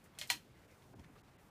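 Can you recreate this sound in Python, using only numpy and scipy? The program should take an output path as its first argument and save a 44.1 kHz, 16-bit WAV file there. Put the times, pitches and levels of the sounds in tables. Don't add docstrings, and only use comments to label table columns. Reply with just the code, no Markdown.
import sys
import numpy as np
from scipy import signal
from scipy.fft import rfft, irfft
from scipy.io import wavfile
from scipy.ndimage import uniform_filter1d

SR = 44100
rng = np.random.default_rng(int(sys.argv[2]) if len(sys.argv) > 2 else 0)


def generate_wav(signal):
    frames = np.transpose(np.atleast_2d(signal))
    scaled = np.clip(frames, -1, 1) * 32767
    pcm = np.round(scaled).astype(np.int16)
    wavfile.write(sys.argv[1], SR, pcm)


def how_loud(loudness_db):
    steps = np.asarray(loudness_db, float) / 20
    return 10 ** steps


N = 66150
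T = np.arange(N) / SR


def unit(x):
    return x / np.sqrt(np.mean(x ** 2))


def band(x, hz, q):
    return signal.lfilter(*signal.iirpeak(hz, max(q, hz / SR * 3), fs=SR), x)


def high(x, hz):
    return signal.sosfiltfilt(signal.butter(8, hz, "high", fs=SR, output="sos"), x)


def walk(rate):
    hold = int(SR / rate)
    levels = np.repeat(rng.standard_normal(N // hold + 1), hold)
    return uniform_filter1d(uniform_filter1d(levels, hold), hold)[:N]


def air():
    # frequency in Hz, level in dB per Hz.
    air_colour = [(18, -35.5), (30, -11), (137, -2.5), (213, -8), (532, -15.5), (808, -17.5), (1260, -20.5),
                  (2070, -23.5), (15500, -46)]
    air_db, flicker_db, flicker_hz = -63, 2, 9.1
    points = np.array(air_colour)
    f = np.arange(N // 2 + 1) * SR / N + 1
    colour = how_loud(np.interp(np.log(f), np.log(points[:, 0]), points[:, 1]))
    out = 0
    for hz in 30 * 2. 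** np.arange(10):
        share = np.cos(np.pi / 2 * np.clip(np.log2(f / hz), -1, 1))
        octave = irfft(rfft(rng.standard_normal(N)) * colour * share, N)
        out = out + how_loud(flicker_db * walk(flicker_hz)) * octave
    return how_loud(air_db) * unit(out)


def brush():
    # time in seconds, level in dB.
    arm_path = [(0, -77.5), (.045, -78.5), (.11, -82.5), (.3, -66), (.53, -82.5), (.6, -75.5), (.91, -75.5),
                (.97, -78), (1.09, -78.5), (1.19, -74), (1.25, -80.5), (1.35, -83), (1.41, -74),
                (1.5, -77.5)]
    grain_db, cloth_hz, trim_db = 1.5, 7820, -2
    points = np.array(arm_path)
    grain = rng.standard_normal(N) * how_loud(grain_db * walk(400))
    loudness = how_loud(trim_db + np.interp(T, points[:, 0], points[:, 1]))
    return loudness * unit(band(grain, cloth_hz, 0.27))


def ratchet(rows, modes, fizz_db):
    tooth_s, tooth_jitter, tooth_db = 0.00045, 0.3, 1.5
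    click_q, scrape_db, fizz_hz = 0.866, -12, 5860
    ring_cycles = 1.195
    echo_db, ring_echo_db = 4, -3.5
    out, t = np.zeros((2, N + 8192)), T[:4096]
    for s, db, hz, length, ring_db in rows:
        gap, size, phase = rng.standard_normal((3, 40))
        push = np.zeros((2, len(t)))
        at = np.cumsum(tooth_s * np.exp(tooth_jitter * gap))
        sample = np.minimum((at - at[0]) * SR, len(t) - 1).astype(int)
        np.add.at(push[0], sample, how_loud(tooth_db * size))
        push[0] += how_loud(scrape_db) * rng.standard_normal(len(t))
        push[0] *= np.exp(-(t / length) ** 2)
        push[1, 0] = 1

        ring = np.zeros(len(t))
        for (f, g, t60), p in zip(modes, phase):
            fade = np.exp(-np.log(1000) * t / t60) * (1 - np.exp(-t * f / ring_cycles))
            ring += how_loud(g) * np.sin(2 * np.pi * f * t + p) * fade

        click = band(band(push, hz, click_q), hz, click_q / 2)
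        fizz = signal.lfilter(*signal.butter(2, fizz_hz, "high", fs=SR), push)
        click = click - how_loud(fizz_db) * fizz
        click = click / np.linalg.norm(click, axis=1, keepdims=True)
        click = click / abs(click[0]).max() * np.array([[1], [how_loud(echo_db)]])
        ring = ring / abs(ring).max() * how_loud(ring_db) * np.array([[1], [how_loud(ring_echo_db)]])
        i = int(s * SR)
        out[:, i:i + len(t)] += how_loud(db) * (click + ring)
    return out[:, :N]


def skips():
    # start in seconds, level in dB, click colour in Hz, burst length in seconds, crate ring in dB.
    skip_rows = [(.0409, -55.5, 8840, 0.00363, -28), (.1507, -66, 3960, 0.0041, 3.5),
                 (.1872, -32.5, 4710, 0.00395, -10), (.2135, -30.5, 2780, 0.00098, -3.5),
                 (.2245, -53.5, 11000, 0.0017, -26.5), (.235, -56.5, 7500, 0.0027, 3),
                 (.2742, -43, 8400, 0.00083, -35.5), (.713, -63.5, 3930, 0.0036, -13),
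                 (.822, -60, 2980, 0.00245, -1), (.9947, -59, 5450, 0.0024, -2.5),
                 (1.0411, -65.5, 4500, 0.0053, -13.5), (1.19, -68, 9000, 0.0023, -23),
                 (1.2816, -64.5, 3300, 0.0031, -16.5)]
    # mode in Hz, level in dB, t60 in seconds.
    wall_modes = [(606.3, -4, 0.0955), (1886.6, 0, 0.0423), (2157, 3.5, .04), (2506, -5.5, 0.1),
                  (3100, 2, .012), (3300, 11.5, 0.0183), (4240, 3.5, 0.022), (7030, -5.5, 0.017)]
    return ratchet(skip_rows, wall_modes, fizz_db=-22)


def attic(x):
    t60_s, build_s, wet_db, tilt = 0.1596, 0.00273, -1.5, 0.0405
    t = T[:SR // 3]
    fade = (1 - np.exp(-t / build_s)) * np.exp(-np.log(1000) * t / t60_s)
    tail = signal.lfilter([1, -tilt], [1], rng.standard_normal(len(t)) * fade)
    return how_loud(wet_db) * signal.fftconvolve(x, tail / np.sqrt(np.sum(tail ** 2)))[:N]


def swells(rows, q, grain_db):
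    span = 8192
    out = np.zeros(N + span)
    grain = how_loud(grain_db * walk(600))[:span]
    for s, db, hz, length in rows:
        x = unit(band(band(rng.standard_normal(span) * grain, hz, q), hz, q))
        i = max(int(s * SR) - span // 2, 0)
        t = (i + np.arange(span)) / SR - s
        out[i:i + span] += how_loud(db) * x * np.exp(-(t / (length / 2)) ** 2)
    return out[:N]


def shuffle():
    # centre in seconds, level in dB, pitch in Hz, length in seconds.
    shuffle_rows = [(.06, -66, 392, 0.022), (.298, -45.5, 4140, 0.0091), (.315, -59.5, 98, 0.048),
                    (.345, -62.5, 313.2, 0.0657), (0.568, -75.5, 2130, 0.049), (0.637, -74.5, 2160, 0.029),
                    (.715, -73.5, 2143, 0.083), (0.833, -75, 1990, 0.044), (0.738, -60, 116.5, 0.0144),
                    (0.926, -62.5, 125.8, 0.0184), (.948, -59.5, 348, 0.0318), (0.98, -58, 119.3, 0.087),
                    (.97, -65, 218, 0.0317), (0.999, -57, 244, .02), (1.007, -50.5, 108.8, 0.0144),
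                    (1.037, -63.5, 150, 0.06), (1.104, -62, 265, 0.0256), (1.17, -68.5, 457.5, 0.052),
                    (1.185, -78.5, 4190, 0.048), (.996, -70.5, 5640, 0.005), (.942, -66.5, 815, 0.0089)]
    return swells(shuffle_rows, q=2.945, grain_db=2)


def rubs():
    # centre in seconds, level in dB, colour in Hz, length in seconds.
    rub_rows = [
        (.06, -66.5, 1480, 0.0194),
        (.18, -60.5, 1470, 0.0108),
        (.941, -61, 700, 0.0134),
        (.998, -63, 692, 0.023),
        (1.045, -64.5, 1816, 0.0154),
        (1.1, -70, 688, 0.0194),
        (1.163, -64, 1105, 0.0197),
        (1.19, -70.5, 2190, 0.023),
        (1.29, -70, 1376, 0.0212),
        (1.39, -72.5, 1486, 0.0323),
    ]
    return swells(rub_rows, q=0.76, grain_db=3.5)


def snap():
    # start in seconds, level in dB, click colour in Hz, burst length in seconds, crate ring in dB.
    snap_rows = [
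        (.3008, -19.5, 2767, 0.0049, 1),
    ]
    # mode in Hz, level in dB, t60 in seconds.
    bar_modes = [(623.5, -16, 0.0432), (784.6, -7.5, 0.0443), (952.7, -6.5, 0.0786), (1442, -24.5, 0.047),
                 (1950, -3, 0.0575), (2349.5, 11, 0.0125), (2810, -11, 0.04), (3165, -7, 0.047),
                 (4122, 2.5, 0.0332), (4409, -1.5, 0.031), (4970, -11, .02), (6074, -13.5, 0.014),
                 (6614, -5.5, .015)]
    return ratchet(snap_rows, bar_modes, fizz_db=-14)


def scene():
    no_bass = signal.butter(5, 362, "high", fs=SR, output="sos")
    direct, echo = signal.sosfilt(no_bass, skips() + snap())
    return (direct + attic(echo) + air() + brush() + shuffle() + rubs())[None]


def top_cut(x):
    return signal.sosfilt(signal.butter(12, 15810, fs=SR, output="sos"), x)


def record(dry):
    # centre in seconds, lost above in Hz, depth in dB.
    dropouts = [
        (.671, 1500, -9),
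        (0.947, 2540, -19.5),
        (1.226, 2065, -25.5),
        (1.376, 4060, -18.5),
        (1.503, 3000, -9),
    ]
    top_hz, dropout_s = 15350, 0.027
    x = signal.sosfilt(signal.ellip(8, .5, 50, top_hz, fs=SR, output="sos"), dry)
    for s, hz, db in dropouts:
        dip = np.cos(np.pi * np.clip((T - s) / dropout_s, -.5, .5)) ** 2
        x = x - (1 - how_loud(db)) * dip * high(x, hz)
    return top_cut(x)


dry = scene()
out = record(dry)
generate_wav(out)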